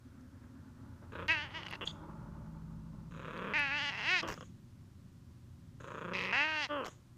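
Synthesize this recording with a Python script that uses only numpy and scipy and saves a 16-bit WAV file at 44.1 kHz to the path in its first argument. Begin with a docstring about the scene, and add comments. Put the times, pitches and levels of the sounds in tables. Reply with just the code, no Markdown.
"""Fingers scratch lightly on a cat's crown, then rub its fur until about three seconds in.
The cat, close by in a small room, calls three times. Each call starts as a purring trill through
the nose and opens into a two-syllable meow that creaks as its pitch sinks. It closes with a short
hum and nostril air; a thin squeak ends the first call, single flaps and wet sputter the others.
Tongue and lip clicks are bursts of noise; throughout, a far-off appliance drones over a faint hiss."""
import sys
import numpy as np
from scipy import signal
from scipy.fft import rfft, irfft
from scipy.io import wavfile
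from scipy.ndimage import uniform_filter1d

SR = 44100
rng = np.random.default_rng(int(sys.argv[2]) if len(sys.argv) > 2 else 0)


def master(y):
    """Save y as 16-bit WAV."""
    cut = np.clip(np.atleast_2d(y).T, -1, 1)
    pcm = np.round(cut * 32767)  # scale
    wavfile.write(sys.argv[1], SR, pcm.astype(np.int16))


N = 316197
TAPS = 1024  # length of the sound that one closure of the vocal folds makes, in samples
BINS = np.fft.rfftfreq(TAPS, 1 / SR)  # Hz
TIME = np.arange(N) / SR  # seconds

# Resonances of the nose, in trills and behind the meows. Each row: frequency in Hz, relative level in dB.
TRILL_NOSE = [(60, -23.5), (170, 6.5), (300, 1.5), (550, 7.5), (760, -15), (1000, 4.5), (1250, 3.5),
              (1700, -0.5), (2050, -15.5), (2500, -9), (3000, -17.5), (3600, -16.5), (4300, -36),
              (9000, -53)]
# Colour of air hissing in the nostrils. Each row: frequency in Hz, relative level in dB.
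NOSTRIL_AIR = [(2500, -7), (3500, -3.5), (4600, -17), (5500, -13), (6700, 3), (7600, -9.5), (9000, -18.5),
               (14500, -38)]


def amp(db):
    """Turns decibels into gain."""
    return 10 ** (np.asarray(db) / 20)


def unit(x):
    """Scales a signal to an rms of 1."""
    return x / np.sqrt(np.mean(x ** 2) + 1e-20)


def read(points, hz):
    """Reads a spectrum in dB, with its points joined by lines over log frequency."""
    f, db = np.transpose(points)
    return np.interp(np.log(hz + 1), np.log(f + 1), db)


def add(mix, s, sound):
    """Mixes a sound in at time s, in seconds."""
    part = mix[int(s * SR):][:len(sound)]
    part += sound[:len(part)]


def coloured(points, x=None):
    """Gives noise, or the given signal, a spectrum and an rms of 1."""
    x = rng.standard_normal(N) if x is None else x
    gain = amp(read(points, np.fft.rfftfreq(N, 1 / SR)))
    return unit(irfft(rfft(x) * gain, N))


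def level(rows):
    """Gain over time from rows of seconds and dB, almost silent before and after them."""
    gain = amp(np.interp(TIME, *np.transpose(rows), left=-200, right=-200))
    return uniform_filter1d(gain, size=200)


def bursts_of(rows, attack_s, t60):
    """Gain of bursts that rise, hold, then fall by 60 dB in t60 seconds."""
    gain = np.zeros(N)
    for s, hold, db in rows:
        rise = np.clip((TIME - s) / attack_s, 0, 1)
        after = np.maximum(TIME - s - attack_s - hold, 0)
        gain += rise * amp(db - 60 * after / t60)
    return gain


def resonance(hz, width):
    """A bell-shaped peak of height 1 over the bins, one row a pulse."""
    return 1 / (1 + ((BINS - hz[:, None]) / (width / 2)) ** 2)


def above(hz):
    """A smooth step over the bins, from 0 below hz to 1 above it."""
    return 1 - 1 / (1 + (BINS / hz) ** 16)


def share(db, band, want_db):
    """Lifts or lowers one register of each pulse towards a wanted share of the energy above 350 Hz."""
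    power = amp(db) ** 2 * (BINS > 350)
    have = (power * band).sum(1) / power.sum(1)
    want = np.minimum(amp(want_db) ** 2, .9)
    lift_db = 10 * np.log10(want * (1 - have) / (have * (1 - want)))
    return db + band * lift_db[:, None]


def closures(t, hz, rough, jitter=.2, shimmer_db=6.5):
    """Times, rates, sizes and roughness of the vocal folds' closures; rough folds slap unevenly."""
    turns = (np.cumsum(hz) - hz[0]) / SR
    at = np.interp(np.arange(int(turns[-1]) + 1), turns, t)  # one closure a turn
    late, strong = rng.standard_normal((2, len(at)))
    rate = np.interp(at, t, hz)
    rough = np.interp(at, t, np.clip(rough, 0, 1))
    size = amp(shimmer_db * rough * (np.clip(strong, -2, 2) - rough / 2))
    return np.array([at + jitter * rough * late / rate, rate, size, rough])


def voiced(pulses, effort_db, tract_db, air, rough_air, air_hz, puff_s):
    """Each closure and its puff of turbulent air ring the vocal tract as it is shaped at that moment."""
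    at, rate, size, rough = pulses
    # Folding the cepstrum makes the tract causal: it rings only after the closure.
    cepstrum = irfft(np.log(amp(tract_db)), axis=1)
    cepstrum[:, 1:TAPS // 2] *= 2
    cepstrum[:, TAPS // 2 + 1:] = 0
    tract = np.exp(rfft(cepstrum, axis=1))

    decay = np.exp(-np.arange(TAPS) / SR / puff_s)
    noise = rng.standard_normal((len(at), TAPS))
    puff = rfft(noise * decay / np.linalg.norm(decay), axis=1)
    noisy = (air + rough_air * rough[:, None]) * (1 + (BINS / air_hz) ** 2)  # air against click
    ring = tract * (puff * noisy - 1) / np.sqrt(1 + noisy ** 2)

    energy = 2 * (abs(tract) ** 2 * (BINS > 350)).sum(1) / TAPS
    ring *= (size * amp(effort_db) * np.sqrt(SR / rate / energy))[:, None]
    part_sample = ((at * SR) % 1)[:, None]  # closures fall between samples
    ring *= np.exp(-2j * np.pi * BINS / SR * part_sample) * (1 - above(17000))
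    out = np.zeros(N)
    for s, sound in zip(at, irfft(ring, axis=1)):
        add(out, s, sound)
    return out


def hum(pulses, effort_db, nose, edge_db, shift=1):
    """Pulses of the folds leave through the nose, whose resonances move by the factor shift."""
    tract = read(nose, BINS / shift) + np.zeros((pulses.shape[1], 1))  # one row a pulse
    tract = share(tract, above(1800), edge_db)
    return voiced(pulses, effort_db, tract, air=0.045, rough_air=0.81, air_hz=4000, puff_s=0.0076)


def meows():
    """Vocal folds ring the open mouth, whose resonances move; a little sound leaves by the nose."""
    # Pitch of the folds, one curve a syllable, two syllables a meow. Each row: time in seconds, pitch in Hz.
    pitches = [
        [(1.283, 305.6), (1.321, 332.4), (1.369, 299.7), (1.419, 291.4), (1.435, 315), (1.455, 278),
         (1.479, 257), (1.5, 239)],
        [(1.503, 227), (1.553, 323.5), (1.575, 326), (1.6, 287.6), (1.64, 204.6), (1.69, 186.8), (1.76, 211)],
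        [(3.537, 286), (3.563, 313.6), (3.587, 288), (3.605, 291.7), (3.699, 267.8), (3.719, 284),
         (3.777, 299.3), (3.805, 272), (3.831, 299.3), (3.863, 282.3), (3.885, 288), (3.9, 271)],
        [(3.903, 228), (3.93, 184.3), (3.985, 224.3), (4.02, 204.6), (4.065, 301.7), (4.115, 367.4),
         (4.137, 373.4), (4.18, 346), (4.213, 281)],
        [(6.135, 188.8), (6.24, 183), (6.318, 194)],
        [(6.326, 219.5), (6.356, 255), (6.38, 275.4), (6.45, 309.6), (6.492, 314.9), (6.548, 310.3),
         (6.612, 296), (6.636, 278), (6.658, 250), (6.668, 233.5)],
    ]
    # Effort and mouth, one curve a syllable. Each row: time in seconds, effort in dB before the trim,
    # jaw opening 0-1, second resonance in Hz.
    mouths = [
        [(1.283, -36, 0.8, 1880), (1.297, -26.5, 0.26, 1910), (1.361, -36.5, 0.42, 1740),
         (1.425, -41.5, 1, 1750), (1.5, -56.5, 1, 1880)],
        [(1.535, -55, 1, 1870), (1.548, -43, 0.84, 1900), (1.572, -42.5, 1, 1950), (1.6, -50, 1, 1930),
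         (1.73, -46.5, 0.73, 1880), (1.748, -45.5, 0.54, 1820)],
        [(3.537, -32, 0.04, 1920), (3.59, -30.5, 0.1, 1800), (3.695, -38, 0.28, 1700), (3.727, -34.5, 0, 1730),
         (3.793, -36.5, 0.84, 1820), (3.885, -36.5, 0.76, 1900)],
        [(3.9, -42.5, 0.8, 1900), (3.928, -43, 0.4, 1970), (4.042, -38.5, 0.54, 1910), (4.094, -31, 0.4, 1920),
         (4.15, -29, 0, 1860), (4.2, -36, 0.34, 1905), (4.213, -42, 0.1, 1950)],
        [(6.135, -37.5, 0.23, 1940), (6.148, -39, 0.07, 1970), (6.255, -37, 0.2, 1880), (6.287, -39, 0.1, 1980),
         (6.311, -39.5, 0.2, 2010)],
        [(6.326, -31.5, 0.38, 1820), (6.413, -29.5, 0.35, 1870), (6.481, -35.5, 0.36, 1750),
         (6.537, -36, 0.4, 1680), (6.645, -36, 0.69, 1935), (6.668, -45.5, 0.2, 2000)],
    ]
    # Voice quality, one row a syllable. Each row: roughness added at creaking pitch 0-1,
    # chest share at usual effort in dB, edge (treble) share with the jaw shut in dB before the pinch,
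    # lift or cut of the edge by the final pinch in dB, level through the nose against effort in dB.
    voices = [(.8, -13, -23, -6.5, -27), (0.57, -12.5, -24, 8.5, -18), (0.6, -11.5, -21.5, 2.5, -33.5),
              (0.17, -12, -20, 14, -29), (0.2, -20, -12.5, -14, -6), (0.2, -9, -23.5, 14, -44)]
    # Open mouth without its moving resonances. Each row: frequency in Hz, relative level in dB.
    mouth_colour = [(100, -30), (300, -7.5), (520, -10), (900, 3), (1250, -1.5), (1800, -7.5), (2900, -9),
                    (3500, -6), (4200, -13), (5200, -18.5), (6600, -24.5), (7700, -39.5), (8900, -39),
                    (10500, -67.5)]
    clean_hz, creak_hz, clean_rough = 270, 199.6, 0.032  # folds close evenly high up, creak as pitch sinks
    third_hz, third_rise_hz = 2472, 500  # the third resonance, and its rise as the jaw drops
    jaw_edge_db, jaw_blur = 14, 0.083  # an open jaw lets out more treble and flattens the resonances
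    strain_hz, strain_span_hz = 325, 80  # above this pitch they flatten further
    usual_effort_db, chest_per_db = -35, 0.36  # a softer voice has more chest
    pinch_s = 0.064  # the throat tightens and changes the treble towards the end of each syllable
    trim_db = 0.05
    out = np.zeros(N)
    for pitch, mouth, (creak, chest_db, edge_db, pinch_db, nose_db) in zip(pitches, mouths, voices):
        t = np.arange(pitch[0][0], pitch[-1][0], 1 / SR)
        hz = np.interp(t, *np.transpose(pitch))
        rough = clean_rough + creak * np.maximum(clean_hz - hz, 0) / (clean_hz - creak_hz)
        pulses = closures(t, hz, rough)
        at, rate = pulses[:2]
        s, *columns = np.transpose(mouth)
        effort, jaw, second = (np.interp(at, s, c) for c in columns)
        third = third_hz + third_rise_hz * jaw

        strain = np.maximum(rate - strain_hz, 0) / strain_span_hz
        focus = np.clip(1 - jaw_blur * jaw - strain, 0, 1)  # sharpness of the resonances
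        chest = chest_db - chest_per_db * (effort - usual_effort_db)
        pinch = pinch_db * np.exp((at - t[-1]) / pinch_s)
        edge = edge_db + jaw_edge_db * jaw + pinch

        peaks = 9 * resonance(second, 450) + 11 * resonance(third, 360)  # dB
        peaks -= 5 * resonance(second * .66, 520)  # a hollow opens below the second resonance
        tract = read(mouth_colour, BINS) + focus[:, None] * peaks
        tract -= 9 * resonance(third + 900, 380)  # and another above the third
        tract += 5 * resonance(second * 2.6, 600)  # a fourth resonance follows the second
        tract = share(tract, 1 - above(1400), chest)
        tract = share(tract, above(3160), edge)
        out += voiced(pulses, effort + trim_db, tract, air=0.051, rough_air=1.0, air_hz=2240, puff_s=0.0017)
        out += hum(pulses, effort + nose_db, TRILL_NOSE, edge_db=-10)
    return out


def trills():
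    """A hum climbs in pitch and level; a purr chops it, and the air in the nostrils, into throbs."""
    # Mouth shut, before each meow. Each row: start in seconds, length in seconds, first and last pitch
    # in Hz, first and last level in dB before the trim, release in seconds, purr throbs per second,
    # first and last purr depth 0-1, edge (treble) share in dB, nostril air in dB before throb and fade.
    trill_rows = [(1.12, 0.16, 150.6, 196.4, -48, -38.5, 0.067, 30, 0.66, 0.1, -8.5, -81),
                  (3.109, 0.42, 95.8, 214.9, -57, -36.5, 0.0015, 36, 0.4, 0.2, -7.5, -75),
                  (5.802, .328, 114.8, 185.4, -51.5, -39.5, 0.0023, 28.9, 0.46, 0.63, -11, -68.5)]
    swell_power = 0.43  # a trill swells fast at first
    first_rough, last_rough = 0.9, 0.32
    top_hz, top_sink = 3000, 0.16  # above this, the nose's resonances sink by this share of their frequency
    trim_db = -4.5
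    out, air = np.zeros(N), np.zeros(N)
    for (start, length, first_hz, last_hz, first_db, last_db, release, purr_rate,
         first_depth, last_depth, edge_db, air_db) in trill_rows:
        t = np.arange(0, length, 1 / SR)
        u = t / length  # progress 0-1
        depth = np.clip(first_depth + (last_depth - first_depth) * u, 0, .95)
        throb = 1 + depth * np.sin(2 * np.pi * purr_rate * t)
        throb /= np.sqrt(1 + depth ** 2 / 2)  # keeps the energy the same at any depth
        gain = throb * np.minimum((length - t) / release, 1)
        effort = first_db + (last_db - first_db) * u ** swell_power + 20 * np.log10(gain + 1e-6)

        hz = first_hz + (last_hz - first_hz) * u
        rough = first_rough + (last_rough - first_rough) * u
        pulses = closures(start + t, hz, rough, shimmer_db=2.5)
        progress = (pulses[0, :, None] - start) / length
        shift = 1 + top_sink * (.5 - progress) * above(top_hz)
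        pulse_effort = np.interp(pulses[0], start + t, effort) + trim_db
        out += hum(pulses, pulse_effort, TRILL_NOSE, edge_db, shift)
        add(air, start, amp(air_db) * gain * np.sqrt(1 - u))
    return out + air * coloured(NOSTRIL_AIR)


def endings():
    """With the mouth shut, a short hum sags and turns rough; single flaps of the folds end two calls."""
    # Hum after each meow. Each row: start in seconds, length in seconds, pitch in Hz before the sag,
    # level in dB before sag and trim, attack in seconds, first roughness 0-1, edge (treble) share in dB,
    # sag of the nose's resonances 0-1.
    hum_rows = [(1.811, 0.036, 201.7, -38.5, 0.00086, .55, -2, 0.05),
                (4.219, 0.11, 333.4, -38.5, 0.013, .5, -9, 0.17),
                (6.691, .15, 295, -33.5, 0.018, 0.09, -11, 0.1)]
    # Last single flaps of the folds. Each row: time in seconds, level in dB before the trim.
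    flap_rows = [(4.341, -51), (4.377, -46.5), (4.409, -44), (4.427, -48), (6.847, -38.5), (6.87, -41),
                 (6.882, -43.5)]
    # Resonances of the nose in these hums. Each row: frequency in Hz, relative level in dB.
    nose_colour = [(80, -22), (290, 5), (580, 10.5), (800, -4.5), (1120, 9.5), (1500, 2), (1800, -3),
                   (2350, -18), (2950, -3.5), (3400, -7), (3900, -40), (9000, -49)]
    pitch_sag, sag_power = 0.35, 3.5  # late in the hum the pitch sags by this share
    sag_db, last_rough = -5, 0.81  # meanwhile it fades and grows this rough
    attack_db_per_s, nose_sag_power = 699.5, 1.3  # speed of the swell; how late the resonances sag
    trim_db = -4.05
    out = np.zeros(N)
    for start, length, hz, db, attack, rough, edge_db, nose_sag in hum_rows:
        t = np.arange(0, length, 1 / SR)
        sag = (t / length) ** sag_power
        effort = db + sag_db * sag - attack_db_per_s * np.maximum(attack - t, 0)
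        roughness = rough + (last_rough - rough) * sag ** 2
        pulses = closures(start + t, hz * (1 - pitch_sag * sag), roughness)
        progress = np.interp(pulses[0], start + t, t / length)[:, None]
        shift = 1 - nose_sag * progress ** nose_sag_power
        pulse_effort = np.interp(pulses[0], start + t, effort) + trim_db
        out += hum(pulses, pulse_effort, nose_colour, edge_db, shift)
    # Each flap: time, rate in Hz that sets its strength, size, roughness.
    flaps = np.transpose([(s, 90, 1, 1.0) for s, db in flap_rows])
    flap_db = np.array(flap_rows)[:, 1] + trim_db
    return out + hum(flaps, flap_db, nose_colour, edge_db=-10)


def muzzle():
    """Air hisses in the nostrils and squeaks; wet lips sputter as random pops of noise."""
    # Nostril air as each call closes. Each row: start in seconds, hold in seconds, level in dB before the lift.
    snort_rows = [(1.85, 0.017, -59.5), (4.27, 0.18, -71), (6.842, 0.067, -66)]
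    # A thin squeak closes the first call. Each row: start in seconds, hold in seconds, level in dB.
    squeak_rows = [(1.862, 0.048, -49.5), (1.873, 0.0017, -35)]
    # Wet sputter as the lips meet. Each row: start in seconds, hold in seconds, level in dB before the lift.
    sputter_rows = [(4.274, 0.013, -59.5), (4.3, 0.039, -65), (6.85, 0.015, -63)]
    # Colour of the sputter. Each row: frequency in Hz, relative level in dB.
    wet_colour = [(1500, 15), (3000, 5), (4200, -1), (5400, 6.5), (7800, -2.5), (9700, -25), (11500, -6),
                  (13000, -16), (14500, -11)]
    air_lift_db, sputter_lift_db = 3.5, 17.5
    pops_per_s, pop_s = 500, 0.0012  # how often the lips pop, and how fast a pop decays

    air = amp(air_lift_db) * bursts_of(snort_rows, attack_s=0.0072, t60=0.24) * coloured(NOSTRIL_AIR)
    squeak_colour = [(2400, -29), (3150, -11), (3520, 1.0), (3900, -23), (4700, -15), (5600, -51)]  # Hz, dB
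    squeak = bursts_of(squeak_rows, attack_s=0.0024, t60=0.02) * coloured(squeak_colour)
    pops = (rng.random(N) < pops_per_s / SR) * rng.uniform(0.16, 1, N)
    pop_gain = signal.lfilter([1], [1, -np.exp(-1 / (pop_s * SR))], pops)
    wet = coloured(wet_colour, pop_gain * rng.standard_normal(N))
    sputter = amp(sputter_lift_db) * bursts_of(sputter_rows, attack_s=0.0048, t60=.08) * wet
    return air + squeak + sputter


def clicks():
    """Tongue and lips snap: short decaying bursts of noise through a narrow band."""
    # Each row: time in seconds, peak in dB before the trim, pitch setting in Hz (the band lies a bit lower).
    click_rows = [(0.209, -64, 6700), (1.281, -37, 5180), (1.3214, -37.5, 4500), (1.688, -48, 5300),
                  (1.709, -50.5, 12000), (3.376, -50, 5000), (3.593, -46.5, 12600), (4.2283, -45, 6450),
                  (4.34, -43, 6350), (4.4076, -53, 6480), (6.846, -43, 5160), (6.8809, -44.5, 6600)]
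    ring_s, trim_db = 0.0015, 1
    out, t = np.zeros(N), np.arange(TAPS) / SR
    for s, db, hz in click_rows:
        snap = rng.standard_normal(TAPS) * np.exp(-t / ring_s)
        band = [hz * 0.78, min(hz * 0.85, SR * .45)]
        snap = signal.lfilter(*signal.butter(1, band, "band", fs=SR), snap)
        add(out, s, amp(db + trim_db) * snap / abs(snap).max())
    return out


def fur():
    """Fingers scratch the crown and rub the fur: soft coloured noise with an uneven level."""
    # Light scratching comes first. Each row: start in seconds, hold in seconds, level in dB before patchiness.
    scratch_rows = [(0.0, 0.99, -59.5)]
    # Rubbing. Each row: time in seconds, level in dB before patchiness.
    rub_rows = [(0.0, -87), (0.6, -70.5), (1.1, -66), (1.6, -54.5), (2.12, -55), (2.25, -58.5), (2.87, -65),
                (3.1, -66.5)]
    # Colour of the scratching. Each row: frequency in Hz, relative level in dB.
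    crown_colour = [(170, -26.5), (230, 5), (270, 6.5), (320, -25.5), (500, -16), (900, -30.5),
                    (1450, -17.5), (2000, -29), (5000, -61.5)]
    # Colour of the rubbing. Each row: frequency in Hz, relative level in dB.
    fur_colour = [(180, -31.5), (300, 6.5), (492, -11), (566, 1), (778, -14.5), (845, 1.5), (997, -2.5),
                  (1470, -6), (1580, -14), (2410, -29.5), (5000, -46), (6500, -69), (11000, -120)]
    patchy_db = 2  # rms of the level's wander
    grip = unit(uniform_filter1d(rng.standard_normal(N), size=1500))
    scratching = bursts_of(scratch_rows, attack_s=.05, t60=0.96) * coloured(crown_colour)
    rubbing = level(rub_rows) * coloured(fur_colour)
    return amp(patchy_db * grip) * (scratching + rubbing)


def tones(lines):
    """Adds up steady sine tones, each with a random phase and an rms level in dB."""
    out = np.zeros(N)
    for hz, db in lines:
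        out += amp(db) * np.sqrt(2) * np.sin(2 * np.pi * (hz * TIME + rng.random()))
    return out


def appliance():
    """A spinning machine heard through the walls: rumble, a few shaft orders, and mains hum."""
    # Rumble over time. Each row: time in seconds, low part in dB and high part in dB before their trims.
    rumble_rows = [(0.0, -54.5, -65.5), (0.6, -58, -60.5), (1.18, -48.5, -58.5), (1.5, -55.5, -58.5),
                   (2.5, -55.5, -53), (3.1, -65, -54.5), (4.298, -60.5, -56), (5.65, -55, -59.5),
                   (6.1, -63, -53), (6.5, -61, -65), (7.17, -59.5, -62)]
    # Colour of the low rumble. Each row: frequency in Hz, relative level in dB.
    low_colour = [(20, -29), (35, -20), (55, -14.5), (90, 1), (115, -12), (160, -24.5), (300, -60.5)]
    # Colour of the high rumble. Each row: frequency in Hz, relative level in dB.
    high_colour = [(70, -9), (120, 5), (170, 0.5), (220, -1), (270, -4), (330, -19.5), (450, -25),
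                   (900, -43.5), (2000, -62)]
    # Shaft orders. Each row: frequency in Hz, relative level in dB.
    shaft_lines = [(53.8, -58), (70.0, -65.5), (123.8, -70), (161.5, -53.5), (215.3, -61)]
    # Mains hum. Each row: frequency in Hz, level in dB.
    mains_lines = [(120, -66.5), (360, -83)]
    low_trim_db, high_trim_db = -2, 1.0
    wander_db, wander_s = 1.03, 0.11  # the upper rumble wavers
    peak_s, width_s, peak_db, idle_db = 2.6, 0.88, -48.5, -71.5  # the drone swells once and dies back

    wander = wander_db * unit(uniform_filter1d(rng.standard_normal(N), size=int(wander_s * SR)))
    s, low, high = np.transpose(rumble_rows)
    rumble = amp(low_trim_db + np.interp(TIME, s, low)) * coloured(low_colour)
    rumble += amp(high_trim_db + np.interp(TIME, s, high) + wander) * coloured(high_colour)
    swell = np.exp(-((TIME - peak_s) / width_s) ** 2 / 2)
    drone = amp(idle_db + (peak_db - idle_db) * swell) * unit(tones(shaft_lines))
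    return rumble + drone + tones(mains_lines)


def hiss():
    """A faint, steady hiss: coloured noise."""
    # Each row: frequency in Hz, relative level in dB.
    hiss_colour = [(210, -31), (350, -1), (417, -17), (451, -36), (537, -11), (563, -9), (591, -18),
                   (824, -19), (1010, -15), (1260, -18), (1330, -18.5), (1850, -21), (2270, -24),
                   (5890, -26), (15500, -37)]
    return amp(-70.5) * coloured(hiss_colour)


def room(x, near_db=-19, near_t60=0.0076, tail_db=-23, tail_t60=0.47):
    """Quick reflections from the perch and ceiling, then a faint tail, as sparse random echoes."""
    t = np.arange(SR // 2) / SR
    echoes = rng.random((2, len(t))) < 2500 / SR  # about 2500 a second in each part
    near, tail = rng.standard_normal((2, len(t))) * echoes
    near *= amp(-60 * t / near_t60) * (t > .001)
    tail *= amp(-60 * t / tail_t60) * (t > .008)
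    response = amp(near_db) * near / np.linalg.norm(near)
    response += amp(tail_db) * tail / np.linalg.norm(tail)
    return x + signal.fftconvolve(x, response)[:N]


def scene():
    """The cat close by, with its room echoes, over stroking fingers and the quiet background."""
    cat = meows() + trills() + endings() + muzzle() + clicks()
    return (room(cat) + fur() + appliance() + hiss())[None]


def record(dry):
    """A steep low-pass filter takes away the treble above its edge."""
    edge_hz = 15350
    low_pass = signal.firwin(511, edge_hz, window=("kaiser", 8), fs=SR)
    return signal.oaconvolve(dry, low_pass[None], "same")


dry = scene()
out = record(dry)
master(out)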